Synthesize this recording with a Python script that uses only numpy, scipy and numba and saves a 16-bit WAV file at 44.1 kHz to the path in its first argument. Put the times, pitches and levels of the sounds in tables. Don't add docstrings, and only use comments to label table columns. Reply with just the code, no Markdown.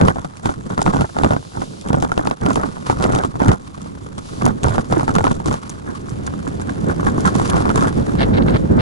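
import sys
import numpy as np
from scipy import signal
from scipy.fft import rfft, irfft, next_fast_len
from scipy.io import wavfile
from numba import njit

SR = 44100
rng = np.random.default_rng(int(sys.argv[2]) if len(sys.argv) > 2 else 0)


def wav_record(signal):
    frames = np.transpose(np.atleast_2d(signal))
    bounded = np.clip(frames, -1, 1)
    quanta = np.round(bounded * 32767).astype(np.int16)
    wavfile.write(sys.argv[1], SR, quanta)


N = 388499
TIME = np.arange(N) / SR

# time_s, rush_db
HEAD_WIND = [(0, -76), (1.7, -40), (3.8, -63), (4.4, -32.5), (5.8, -40.5), (6.5, -31.5), (7.2, -25),
             (8.1, -23.5), (8.3, -16), (8.5, -20.5), (8.65, -24.5), (8.81, -16)]
# freq_hz, relative_db_per_hz
RUSH_SPECTRUM = [(40, -16.5), (120, -4), (280, 2.5), (500, -4), (1000, -14.5), (1600, -18.5), (3000, -55),
                 (6000, -64), (11000, -79)]
# centre_s, half_length_s, level_db
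BUFFETS = [(8.215, 0.034, -16.5), (8.256, 0.0033, -17), (8.29, 0.021, -21.5), (8.35, 0.047, -17),
           (8.445, 0.028, -13), (8.51, 0.013, -16), (8.55, 0.012, -13), (8.605, 0.023, -21),
           (8.71, 0.01, -11), (8.76, 0.04, -18)]
# freq_hz, relative_db_per_hz
BUFFET_SPECTRUM = [(20, -22), (55, -0.5), (130, 1), (260, -2.5), (400, -8), (700, -24), (2000, -79)]
# centre_s, half_length_s, level_db
GUSTS = [(8.214, 0.021, -16.5), (8.349, 0.01, -22.5), (8.378, 0.01, -25.5), (8.424, 0.003, -25),
         (8.49, 0.011, -26), (8.526, 0.0044, -24.5), (8.558, 0.015, -26), (8.805, 0.011, -23)]
# freq_hz, relative_db_per_hz
FLUTTER_SPECTRUM = [(200, -3), (700, 9.5), (1300, 1), (1800, 3.5), (2400, -4.5), (3100, -11.5), (4000, -7),
                    (7000, -28), (11000, -57)]
# mode_hz, relative_db, t60_s
PORT_MODES = [(1420, 0.5, 0.014), (2040, 6, 0.016), (2590, 2.5, 0.015), (3030, -11, 0.015)]
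# freq_hz, likeness, phase_rad, left_minus_right_db
PORT_PICKUP = [(40, .7, 0, 2), (90, .82, .1, -.5), (150, .6, .5, -3.5), (210, .45, 1.3, -3.9),
               (280, .56, 2.6, -2.7), (550, .75, 2.8, -1.5), (1350, .88, 2.5, -1), (2000, .55, 3.8, 0),
               (3300, .35, 4.9, 0), (4500, .42, 5.5, 0), (11000, .52, 5.8, 0)]

# time_s, level_db
ROAD_DRONE = [(3.3, -54), (3.8, -36), (4.3, -37.5), (4.7, -33), (5.2, -37), (5.75, -40.5), (6.2, -28),
              (6.8, -27), (8.1, -26), (8.81, -27)]
# mode_hz, relative_db, t60_s
DRONE_MODES = [(70.6, -2.5, 0.2), (102, 2, 0.094), (173, -2.5, 0.068), (209.7, -2, 0.16),
               (278.3, 0.5, 0.12)]
# freq_hz, relative_db_per_hz
RUMBLE_SPECTRUM = [(15, -6), (30, -24), (60, -4.5), (100, -3), (170, -1.5), (230, -4), (350, -7.5),
                   (550, -13), (1200, -49), (4000, -98)]
# time_s, hiss_db
TREAD_HISS = [(0, -48), (0.7, -45), (1.3, -53), (1.8, -59), (2.8, -39), (3.7, -47), (4.3, -48),
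              (4.8, -41.5), (5.8, -43), (6.6, -58.5), (7.4, -31), (8.1, -47.5), (8.81, -58)]
# freq_hz, relative_db_per_hz
TREAD_SPECTRUM = [(200, -5), (600, 4.5), (1100, 25.5), (1900, 8), (3000, 3), (4500, 3.5), (7000, -1),
                  (9000, -3.5), (11000, -4)]
# centre_s, half_length_s, level_db
SWISHES = [(1.25, 0.33, -46), (1.72, 0.12, -46), (2.85, 0.21, -51), (4.33, 0.089, -42.5)]
# freq_hz, relative_db_per_hz
SWISH_SPECTRUM = [(1200, -17), (2300, -1), (3600, 3), (5000, 2.5), (7000, -1), (9000, -6), (11000, -4)]
# time_s, level_db
LOOSE_GRIT = [(0, -48), (0.7, -39.5), (1.6, -44.5), (2.8, -42), (3.8, -49), (4.3, -45), (5.7, -48),
              (6.5, -40.5), (7.2, -39), (7.9, -31.5), (8.3, -38.5), (8.81, -47)]
# freq_hz, relative_db_per_hz
POP_SPECTRUM = [(200, -13), (500, 1), (1100, 4), (1600, -1), (2300, -17.5), (4000, -18.5), (8000, -22),
                (11000, -24)]
# centre_s, half_length_s, level_db
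CRUNCHES = [(5.885, 0.021, -33.5), (6.09, 0.016, -33), (6.27, 0.0094, -26.5), (6.475, 0.0076, -29),
            (6.62, 0.0041, -28), (6.695, 0.011, -29), (6.9, 0.021, -27.5), (7.0, 0.018, -33),
            (7.07, 0.017, -20), (7.268, 0.018, -18), (7.4, 0.028, -28), (7.55, 0.046, -26.5),
            (7.707, 0.008, -22), (7.81, 0.043, -22.5), (7.88, 0.0079, -26.5)]
# mode_hz, relative_db, t60_s
CRUNCH_MODES = [(820, 6, 0.009), (1096, 8.5, 0.031), (1360, 6, 0.017), (1613, 4.5, 0.024)]

# start_s, length_s, shaking_db
PATCHES = [(0.0, 0.1, -19), (0.143, 0.081, -35.5), (0.439, 0.077, -25.5), (0.703, 0.031, -26),
           (0.778, 0.039, -30), (0.858, 0.19, -21), (1.163, 0.18, -27), (1.548, 0.095, -31.5),
           (1.855, 0.039, -25), (1.91, 0.2, -29), (2.155, 0.17, -28.5), (2.419, 0.022, -22),
           (2.456, 0.2, -22.5), (2.863, 0.046, -26), (3.006, 0.2, -20), (3.215, 0.032, -25.5),
           (3.404, 0.14, -20), (4.415, 0.087, -21), (4.642, 0.12, -21.5), (4.907, 0.084, -19),
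           (5.085, 0.03, -18), (5.141, 0.22, -25), (5.465, 0.085, -24.5), (7.482, 0.081, -21),
           (7.752, 0.075, -23)]
# time_s, shaking_db
GROUND = [(0, -32), (0.33, -42.5), (0.65, -32.5), (1.8, -40.5), (2.38, -40.5), (2.8, -30), (3.7, -37.5),
          (4.2, -36.5), (4.85, -32.5), (5.4, -30.5), (5.75, -38), (6.4, -31), (7.2, -21.5), (8.1, -22),
          (8.3, -23.5), (8.81, -18.5)]
# level_db at ROUGH_DB, db_per_db
RUMBLE_LAW = (-20, 0.84)
# level_db at ROUGH_DB, db_per_db
CLATTER_LAW = (-26, 0.96)
# level_db at ROUGH_DB, db_per_db
RATTLE_LAW = (-41, 0.52)

# start_s, peak_db before THUMP_DB, pitch_hz at mid-fall, decay_s
THUMPS = [(0.004, -18, 190, 0.031), (0.05, -8.5, 218, 0.023), (0.256, -14, 161, 0.009),
          (0.49, -14, 292, 0.023), (0.786, -9, 195, 0.013), (0.871, -11.5, 270, 0.02),
          (0.936, -8, 282, 0.024), (0.991, -8, 74, 0.018), (1.019, -3.5, 193, 0.0057),
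          (1.236, -8, 338, 0.023), (1.314, -21, 108, 0.031), (1.587, -23, 263, 0.0097),
          (1.616, -20, 285, 0.02), (1.902, -9, 275, 0.013), (1.935, -9.5, 159, 0.018),
          (2.031, -9, 267, 0.022), (2.189, -10, 328, 0.013), (2.249, -14, 250, 0.017),
          (2.279, -14, 282, 0.015), (2.479, -6.5, 274, 0.022), (2.564, -7, 262, 0.013),
          (2.644, -9, 277, 0.011), (2.907, -10, 277, 0.017), (3.042, -8, 343, 0.021),
          (3.092, -8.5, 263, 0.014), (3.121, -7.5, 135, 0.026), (3.158, -8, 300, 0.017),
          (3.248, -13, 266, 0.016), (3.406, -22, 161, 0.019), (3.454, -9, 273, 0.024),
          (3.491, -12, 177, 0.019), (3.516, -17, 214, 0.027), (3.821, -16.5, 183, 0.012),
          (4.179, -26, 291, 0.017), (4.419, -9, 190, 0.025), (4.447, -2.5, 238, 0.038),
          (4.657, -2, 85, 0.013), (4.701, -6, 107, 0.024), (4.772, -7.5, 286, 0.0089),
          (4.968, -2.5, 333, 0.012), (5.085, -13, 253, 0.018), (5.161, -2, 188, 0.012),
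          (5.202, -7.5, 99, 0.019), (5.243, -8, 273, 0.022), (5.313, -6, 231, 0.0066),
          (5.455, -12, 312, 0.022), (5.508, -6, 169, 0.0071), (5.541, -17, 261, 0.012),
          (5.886, -14.5, 240, 0.02), (6.12, -10.5, 141, 0.0072), (6.475, -11, 269, 0.016),
          (6.832, -8, 164, 0.012), (6.994, -14.5, 282, 0.023), (7.071, -8, 259, 0.021),
          (7.265, -3.5, 194, 0.011), (7.535, -3.5, 178, 0.017), (7.79, -6.5, 265, 0.017),
          (7.97, -9, 256, 0.019)]
# start_s, level_db before its random spread
TICKS = [(0.085, -33), (0.37, -37), (0.456, -27.5), (0.816, -22), (0.872, -34), (1.01, -29), (1.247, -43),
         (1.307, -44), (1.812, -33), (1.886, -29), (2.001, -32), (2.024, -30), (2.05, -40), (2.117, -33.5),
         (2.177, -44), (2.271, -33), (2.503, -34), (2.531, -28), (2.556, -27), (2.899, -34), (3.025, -23),
         (3.038, -34), (3.122, -30), (3.149, -26), (3.25, -33), (3.482, -24), (3.516, -41), (3.817, -37),
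         (4.181, -32), (4.454, -21.5), (4.633, -25), (4.682, -37), (4.695, -34), (4.759, -38), (4.781, -44),
         (4.818, -39), (4.845, -39), (5.153, -22), (5.185, -35), (5.243, -32), (5.316, -26.5), (5.459, -29),
         (5.474, -28), (5.527, -29), (5.695, -30), (6.094, -36.5), (6.266, -28.5), (6.476, -34),
         (6.615, -33), (6.703, -39), (7.06, -51), (7.179, -36), (7.206, -31.5), (7.255, -25.5), (7.27, -33),
         (7.352, -25.5), (7.383, -33), (7.477, -29.5), (7.499, -20.5), (7.566, -33), (7.758, -22.5),
         (7.776, -26), (7.808, -26.5), (7.882, -29)]
# mode_hz, relative_db, t60_s
EDGE_MODES = [(2220, -0.5, 0.003), (3430, 1, 0.0035), (4940, -2, 0.00057), (6680, 4.5, 0.0011),
              (10440, -4, 0.002)]
# start_s, strength_db, hardness (about -1 dull to 1 sharp), ring pitch_hz
KNOCKS = [(0.012, -12.5, 0.56, 626), (0.035, -24, -0.3, 866), (0.058, -22, -0.31, 1120),
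          (0.074, -22.0, 0.38, 516), (0.083, -10, 0.19, 1064), (0.102, -22, -0.6, 856),
          (0.158, -24.5, -0.45, 760), (0.168, -28.0, -0.44, 740), (0.184, -28.5, 0.0, 1040),
          (0.246, -23.5, 0.27, 860), (0.457, -20.0, 0.71, 910), (0.491, -17.5, -0.076, 910),
          (0.702, -28.5, 0.13, 1040), (0.778, -18, 0.4, 940), (0.791, -20, -0.44, 1060),
          (0.8177, -18.5, 0.26, 870), (0.863, -16, 0.3, 910), (0.877, -17.5, -0.34, 1360),
          (0.936, -21.0, 0.23, 875), (0.946, -19.0, -0.56, 680), (0.967, -22, 0.39, 1010),
          (1.009, -21.5, 0.9, 820), (1.018, -19.5, 0.11, 650), (1.166, -23.0, -0.05, 910),
          (1.186, -19.5, 0.55, 805), (1.199, -27, -0.99, 835), (1.213, -25, -0.92, 540),
          (1.235, -16.0, 0.69, 765), (1.245, -10, 0.22, 620), (1.262, -20, -0.5, 566),
          (1.307, -16, 0.095, 630), (1.32, -21.5, 0.22, 650), (1.334, -18, 0.0, 734),
          (1.364, -19.5, -0.085, 1060), (1.571, -28, -0.2, 920), (1.618, -24, 0.37, 850),
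          (1.903, -20, -0.94, 930), (1.93, -19.5, 0.8, 826), (1.943, -16, -0.39, 584),
          (1.971, -24, -0.67, 520), (2.025, -18, 0.0, 900), (2.037, -24, -0.46, 760),
          (2.048, -21.5, 0.21, 880), (2.118, -19, 0.063, 1390), (2.177, -17.5, 1, 517),
          (2.193, -20.0, -0.69, 650), (2.212, -28, -0.5, 840), (2.254, -25.5, -1.23, 1350),
          (2.272, -18.5, 0.75, 855), (2.311, -22, 0.73, 724), (2.462, -18.5, 0.8, 1060),
          (2.485, -24, -0.5, 600), (2.506, -17.5, 0.019, 1030), (2.558, -21.5, 0.93, 930),
          (2.569, -21, 0.0, 580), (2.634, -18.5, 0.22, 1140), (2.768, -33, -0.47, 1050),
          (2.898, -12.5, 0.18, 890), (2.926, -23, -0.91, 970), (2.971, -30.5, -0.49, 1040),
          (3.025, -22, -0.38, 524), (3.04, -17.5, 0.9, 537), (3.052, -19, -0.95, 650),
          (3.102, -27, -0.13, 730), (3.135, -27, -0.3, 610), (3.15, -20, 0.58, 860), (3.16, -20, 0.26, 935),
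          (3.187, -19.5, 0.46, 680), (3.236, -21, 0.37, 1090), (3.248, -20.5, -0.33, 1130),
          (3.341, -36, -1.2, 1070), (3.355, -29, -1.04, 950), (3.402, -20.5, 0.53, 890),
          (3.417, -17, -0.9, 696), (3.436, -19.5, -0.032, 850), (3.458, -26, -0.55, 825),
          (3.483, -19.0, 0.84, 900), (3.491, -14, 0.15, 1220), (3.516, -17.5, 0.57, 790),
          (3.777, -37, 0.95, 517), (3.859, -35, -0.95, 510), (3.974, -39, -0.1, 517),
          (4.063, -40, -0.97, 520), (4.117, -49, 0.0, 520), (4.178, -31.5, -0.76, 600),
          (4.42, -23, 0.68, 1130), (4.463, -17.5, 0.0, 980), (4.477, -21, -0.1, 720),
          (4.633, -28, 1.0, 520), (4.643, -16.5, -0.58, 1220), (4.651, -18.5, -0.0035, 540),
          (4.669, -20.5, -0.64, 945), (4.683, -23, 0.98, 810), (4.744, -25.5, 0.41, 710),
          (4.781, -16.0, -0.1, 820), (4.787, -22.5, -0.049, 1460), (4.9241, -14, 0.4, 690),
          (4.968, -24, 0.28, 650), (4.996, -22.0, 0.64, 920), (5.009, -20.5, -0.3, 570),
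          (5.03, -20.5, -0.64, 800), (5.079, -19.5, 0.54, 865), (5.093, -20.5, -0.6, 1300),
          (5.105, -25, -0.39, 900), (5.152, -20, 0.86, 1070), (5.162, -15.5, 0.073, 1355),
          (5.184, -16.5, 0.66, 860), (5.207, -20, -0.12, 870), (5.241, -17, 0.69, 820),
          (5.251, -20, 0.42, 1270), (5.268, -14.5, 0.0, 1010), (5.278, -21, 0.53, 845),
          (5.313, -19.5, -0.35, 885), (5.401, -28.5, -0.34, 870), (5.458, -24, -0.37, 1080),
          (5.483, -20.0, -0.29, 596), (5.511, -21, 0.54, 1050), (5.524, -34, -0.2, 1140),
          (5.541, -19, 0.0, 900), (5.697, -38, 0.3, 930), (5.884, -37, -0.95, 514),
          (6.267, -33.0, 0.24, 880), (6.337, -30.5, -0.0091, 1130), (6.694, -30, 0.7, 1600),
          (6.768, -38, -0.71, 520), (6.843, -30, -1.1, 520), (6.898, -21.5, -0.46, 1500),
          (6.996, -23.5, -0.5, 1120), (7.03, -26, -0.22, 1040), (7.163, -32, 0.1, 1100),
          (7.18, -22, -0.87, 1110), (7.252, -21.5, 0.036, 1090), (7.277, -21, -0.3, 1340),
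          (7.353, -19.5, -0.17, 1030), (7.397, -21, 0.2, 1020), (7.414, -25, -0.4, 930),
          (7.497, -26, -0.44, 1090), (7.533, -22.5, 0.61, 1110), (7.543, -20, -0.28, 730),
          (7.555, -24, -0.28, 1150), (7.567, -23, 1, 830), (7.578, -25, -0.42, 1320),
          (7.605, -23, -0.74, 824), (7.654, -20.5, 0.14, 920), (7.665, -25, -0.76, 1100),
          (7.68, -22.5, -0.45, 1080), (7.692, -20, 0.82, 945), (7.702, -20.5, 0.2, 1330),
          (7.713, -27, -0.5, 880), (7.758, -21, 0.099, 1150), (7.777, -18, 0.53, 1000),
          (7.799, -31, -0.9, 1060), (7.817, -22, -0.3, 1050), (7.824, -17, -0.1, 1290),
          (7.842, -20, -0.2, 920), (7.853, -22, 0.0, 1120), (7.87, -24, -0.4, 1100),
          (7.981, -29, -0.95, 550), (8.023, -33, -0.42, 586), (8.201, -28, 0.8, 610),
          (8.279, -28, -0.64, 560), (8.46, -24.5, -1.3, 520), (8.495, -36, 0.3, 1010),
          (8.506, -25.0, -0.91, 520), (8.56, -24, 0.58, 520), (8.596, -36, -0.75, 630),
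          (8.711, -31, -1.0, 520), (8.764, -35, -0.6, 580)]
# mode_hz, relative_db, t60_s
MOUNT_MODES = [(426, 4, 0.018), (606, -0.5, 0.021), (763, 4.5, 0.02), (972, 2, 0.015), (1175, -1, 0.02),
               (1392, -0.5, 0.057), (1590, -13.5, 0.018)]
# mode_hz, relative_db, t60_s
FRAME_MODES = [(63.3, -2.5, 0.023), (113, -1, 0.026), (190, -2.5, 0.011), (274.8, 1, 0.081),
               (345, -7, 0.059)]
# freq_hz, relative_db_per_hz
CRACK_SPECTRUM = [(500, 12.5), (1500, -1), (2500, -2.5), (3600, -6), (5000, -11), (7500, -18.5),
                  (11000, -21.5)]

BAND_EDGE_HZ, CUTOFF_HZ = 11030, 14900
PORT_RING_DB = -11
ROUGH_DB = -20
ATTACK_S, RELEASE_S = 0.016, 0.0079
AFTERSHAKE_DB, AFTERSHAKE_S = -0.5, 0.012
LATE_CALM_S, LATE_CALM_DB = (8.11, 8.26), (-10, -45)
CRUNCH_SHAKE_DB, CRUNCH_GRIT_DB = -2.5, -17.5
TREAD_FOLLOWS = 0.43
PLAY_TURNS_PER_S = 70
KNOCK_SPREAD_DB, TICK_SPREAD_DB = 2, 5
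THUD_DB, THUD_PER_HARDNESS_DB = -2.5, -10
CRACK_DB, CRACK_PER_HARDNESS_DB = -14, 11.5
RING_DB, RING_RISE_S, RING_DECAY_S = 9, 0.00078, 0.0025
MOUNT_DB = -3
SMALL_KNOCKS_PER_S, SMALL_KNOCKS_DB = 65, 0.5
SMALL_TICKS_PER_S, SMALL_TICKS_DB = 60, -5.5
THUMP_DB, THUMP_RISE_S = -6, 0.0019
THUMP_SAG = 0.28


def from_db(db):
    return 10 ** (np.asarray(db) / 20)


def rms_one(x):
    return x / np.sqrt(np.mean(x ** 2) + 1e-20)


def in_time(rows):
    s, *columns = np.transpose(rows)
    return [np.interp(TIME, s, column) for column in columns]


def at_hz(rows, hz):
    points, *columns = np.transpose(rows)
    return [np.interp(np.log(hz + 1), np.log(points), column) for column in columns]


def chance(size):
    return rng.uniform(-1, 1, size)


def drift(rate):
    knots = rng.standard_normal(4096)
    return np.interp(TIME * rate, np.arange(len(knots)), knots)


def noise():
    return rng.standard_normal((2, N))


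def colour(x, spectrum):
    size = 2 ** 19
    level_db, = at_hz(spectrum, np.arange(size // 2 + 1) * SR / size)
    cepstrum = irfft(np.log(rms_one(from_db(level_db))))
    cepstrum[1:size // 2] *= 2
    cepstrum[size // 2 + 1:] = 0
    response = np.exp(rfft(cepstrum))
    return irfft(rfft(x, size) * response)[..., :N]


def soften(x, edge_hz):
    return signal.sosfilt(signal.butter(7, edge_hz, fs=SR, output="sos"), x)


@njit
def resonate(x, turn, r):
    y = np.zeros_like(x)
    for i in range(2, x.shape[1]):
        pull = 2 * r * np.cos(turn[i])
        for c in range(2):
            y[c, i] = x[c, i] - x[c, i - 2] + pull * y[c, i - 1] - r * r * y[c, i - 2] + 1e-18
    return y


def ring(x, hz, t60):
    r = np.exp(-np.log(1000) / (t60 * SR))
    return np.sqrt((1 - r * r) / 2) * resonate(x, 2 * np.pi * hz / SR, r)


def body(strike, modes, play):
    shares = from_db([db for hz, db, t60 in modes])
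    shares = shares / np.linalg.norm(shares)
    out = np.zeros((2, N))
    for share, (hz, db, t60) in zip(shares, modes):
        blow = strike()
        moving_hz = hz * (1 + play * drift(PLAY_TURNS_PER_S))
        out += share * ring(blow, moving_hz, t60)
    return out


def contacts(times, levels_db, length, spread_db, bounce, bounce_s):
    out = np.zeros((2, N))
    for side in out:
        force, push, wait, rebound = chance((len(times), 4)).T
        height = from_db(levels_db + spread_db * force) * np.sqrt(length * SR)
        rebound_delay = bounce_s * (1 + 0.679 * wait)
        for delay, share in ((0, np.sign(push)), (rebound_delay, bounce * rebound)):
            place = np.clip((times + delay) * SR, 0, N - 1).astype(int)
            side[place] += height * share
    return out


def grains(per_s, spread_db):
    hits = rng.random(N) < per_s / SR
    return rms_one(hits * from_db(spread_db * chance(N)))


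def chatter(bumps, modes, play):
    return body(lambda: bumps * rng.choice([-1., 1.], (2, N)), modes, play)


def scuff(clicks, decay_s):
    r = np.exp(-1 / (decay_s * SR))
    power = signal.lfilter([1 - r], [1, -r], clicks ** 2 + 1e-18)
    return np.sqrt(power) * noise()


def swells(rows):
    out = np.zeros(N)
    for s, half_length, db in rows:
        near = slice(*np.searchsorted(TIME, [s - 10 * half_length, s + 10 * half_length]))
        distance = np.abs((TIME[near] - s) / half_length)
        out[near] += from_db(db) / np.sqrt(1 + distance ** 8)
    return out


def rings(s, peak_db, hz, decay_s, rise_s, sag):
    out = np.zeros((2, N))
    phases = np.pi * chance((len(s), 2, 1))
    for start, db, pitch, decay, phase in zip(s, peak_db, hz, decay_s, phases):
        near = slice(*np.searchsorted(TIME, [start, start + 10 * decay]))
        age = TIME[near] - start
        fade = np.exp(-age / decay)
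        swell = (1 - np.exp(-age / rise_s)) * fade
        cycles = np.cumsum(pitch * (1 + sag * (fade - .5))) / SR
        tone = np.sin(2 * np.pi * cycles + phase)
        out[:, near] += from_db(db) * swell / swell.max() * tone
    return out


def patches():
    out = np.zeros(N)
    for s, length, db in PATCHES:
        near = slice(*np.searchsorted(TIME, [s - ATTACK_S, s + length + 10 * RELEASE_S]))
        age = TIME[near] - s
        attack = np.minimum(1 + age / ATTACK_S, 1)
        release = np.exp(-np.maximum(age - length, 0) / RELEASE_S)
        out[near] = np.hypot(out[near], from_db(db) * attack * release)
    return out


def aftershake():
    s, knock_db, *_ = np.transpose(KNOCKS)
    energy = np.bincount((s * SR).astype(int), from_db(knock_db + AFTERSHAKE_DB) ** 2, N)
    keep = np.exp(-2 / (AFTERSHAKE_S * SR))
    return np.sqrt(signal.lfilter([1], [1, -keep], energy + 1e-18))


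def follow(shaking, law):
    level_db, slope = law
    return level_db + slope * (20 * np.log10(shaking) - ROUGH_DB)


def wind():
    rush_db, = in_time(HEAD_WIND)
    eddies_db = 3 * drift(90) + 3.0 * drift(25)
    rush = colour(noise() * from_db(rush_db + eddies_db), RUSH_SPECTRUM)
    buffets = colour(noise() * swells(BUFFETS), BUFFET_SPECTRUM)
    snaps = scuff(grains(per_s=840, spread_db=7.5), decay_s=0.00078)
    gusts = snaps * swells(GUSTS)
    flutter = from_db(1.0) * colour(gusts, FLUTTER_SPECTRUM)
    rasp = from_db(PORT_RING_DB) * body(lambda: gusts, PORT_MODES, play=0.03)
    return rush + buffets + flutter + rasp


def drone():
    road_db, = in_time(ROAD_DRONE)
    return from_db(road_db) * body(noise, DRONE_MODES, play=0.023)


def rumble(level_db):
    return from_db(level_db) * colour(noise() * from_db(4.0 * drift(45)), RUMBLE_SPECTRUM)


def tyres(hiss_db):
    tread = colour(noise() * from_db(hiss_db + 6.1 * drift(90)), TREAD_SPECTRUM)
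    swish = colour(noise() * swells(SWISHES), SWISH_SPECTRUM)
    return tread + swish


def gravel():
    gravel_db, = in_time(LOOSE_GRIT)
    pops = from_db(gravel_db) * grains(per_s=70, spread_db=11.5)
    return colour(scuff(pops, decay_s=0.0014), POP_SPECTRUM)


def thumps():
    s, thump_db, hz, decay_s = np.transpose(THUMPS)
    return rings(s, thump_db + THUMP_DB, hz, decay_s, THUMP_RISE_S, THUMP_SAG)


def ticks(rattle_db):
    s, tick_db = np.transpose(TICKS)
    thrown_grit = from_db(CRUNCH_GRIT_DB) * swells(CRUNCHES)
    rattle = np.hypot(from_db(rattle_db), thrown_grit)
    fine_grains = from_db(-4.0) * grains(per_s=500, spread_db=9.0)
    small_ticks = from_db(SMALL_TICKS_DB) * grains(SMALL_TICKS_PER_S, spread_db=2.5)
    grit = rattle * (fine_grains + small_ticks)

    def strike():
        sharp = contacts(s, tick_db, length=0.0022, spread_db=TICK_SPREAD_DB, bounce=1.0, bounce_s=0.0074)
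        fine = grit * from_db(TICK_SPREAD_DB * chance(N))
        return scuff(sharp, decay_s=0.00085) + scuff(fine, decay_s=0.00046)

    return body(strike, EDGE_MODES, play=0.027)


def clatter(level_db):
    bumps = from_db(1.0) * grains(per_s=200, spread_db=4.5)
    small_knocks = from_db(SMALL_KNOCKS_DB) * grains(SMALL_KNOCKS_PER_S, spread_db=1.0)
    mount = chatter(from_db(level_db) * (bumps + small_knocks), MOUNT_MODES, play=0.076)
    crack_grains = swells(CRUNCHES) * grains(per_s=130, spread_db=1.0)
    crunch = chatter(crack_grains, CRUNCH_MODES, play=0.026)
    return soften(mount + crunch, edge_hz=2030)


def knocks():
    s, knock_db, hardness, pitch_hz = np.transpose(KNOCKS)
    thud_db = knock_db + THUD_DB + THUD_PER_HARDNESS_DB * hardness
    crack_db = knock_db + CRACK_DB + CRACK_PER_HARDNESS_DB * hardness

    def hit_mount():
        return contacts(s, knock_db + MOUNT_DB, length=0.018, spread_db=KNOCK_SPREAD_DB,
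                        bounce=0.77, bounce_s=0.00357)

    def hit_frame():
        return contacts(s, thud_db, length=0.0093, spread_db=KNOCK_SPREAD_DB,
                        bounce=0.085, bounce_s=0.00555)

    mount = soften(body(hit_mount, MOUNT_MODES, play=0.081), edge_hz=1865)
    frame = soften(body(hit_frame, FRAME_MODES, play=0.039), edge_hz=890)
    snap = contacts(s, crack_db, length=0.029, spread_db=KNOCK_SPREAD_DB, bounce=0.33, bounce_s=0.0057)
    crack = colour(scuff(snap, decay_s=0.0011), CRACK_SPECTRUM)
    decays_s = np.full(len(s), RING_DECAY_S)
    tone = rings(s, knock_db + RING_DB, pitch_hz, decays_s, RING_RISE_S, sag=0.07)
    return tone + mount + frame + crack


def two_ports(x):
    size = next_fast_len(N + 4096)
    shared, own = rfft(x, size)
    alike, phase, balance_db = at_hz(PORT_PICKUP, np.arange(len(shared)) * SR / size)
    alike = np.clip(alike, 0, 1)
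    shared = np.sqrt((1 + alike) / 2) * shared
    own = np.sqrt((1 - alike) / 2) * own
    turn = from_db(balance_db / 2) * np.exp(1j * phase / 2)
    left, right = (shared + own) * turn, (shared - own) / turn
    return irfft(np.array([left, right]), size)[:, :N]


def scene():
    ground_db, = in_time(GROUND)
    hiss_db, = in_time(TREAD_HISS)
    jolts = np.hypot(patches(), aftershake())
    crunch_shake = from_db(CRUNCH_SHAKE_DB) * swells(CRUNCHES)
    shaking = np.sqrt(jolts ** 2 + from_db(ground_db) ** 2 + crunch_shake ** 2)
    calm_db = np.interp(TIME, LATE_CALM_S, LATE_CALM_DB)
    jarring = np.hypot(jolts, from_db(ground_db + calm_db))
    excess_db = 20 * np.log10(shaking) - ground_db
    background = wind() + drone()
    rolling = rumble(follow(shaking, RUMBLE_LAW)) + tyres(hiss_db + TREAD_FOLLOWS * excess_db)
    bicycle = rolling + gravel() + thumps()
    camera = ticks(follow(jarring, RATTLE_LAW)) + clatter(follow(jarring, CLATTER_LAW)) + knocks()
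    return two_ports(background + bicycle + camera)


def record(dry):
    narrow = signal.sosfilt(signal.ellip(10, .1, 70, BAND_EDGE_HZ, fs=SR, output="sos"), dry)
    rounded = narrow / (1 + narrow ** 4) ** .25
    return signal.sosfilt(signal.ellip(10, .1, 70, CUTOFF_HZ, fs=SR, output="sos"), rounded)


dry = scene()
out = record(dry)
wav_record(out)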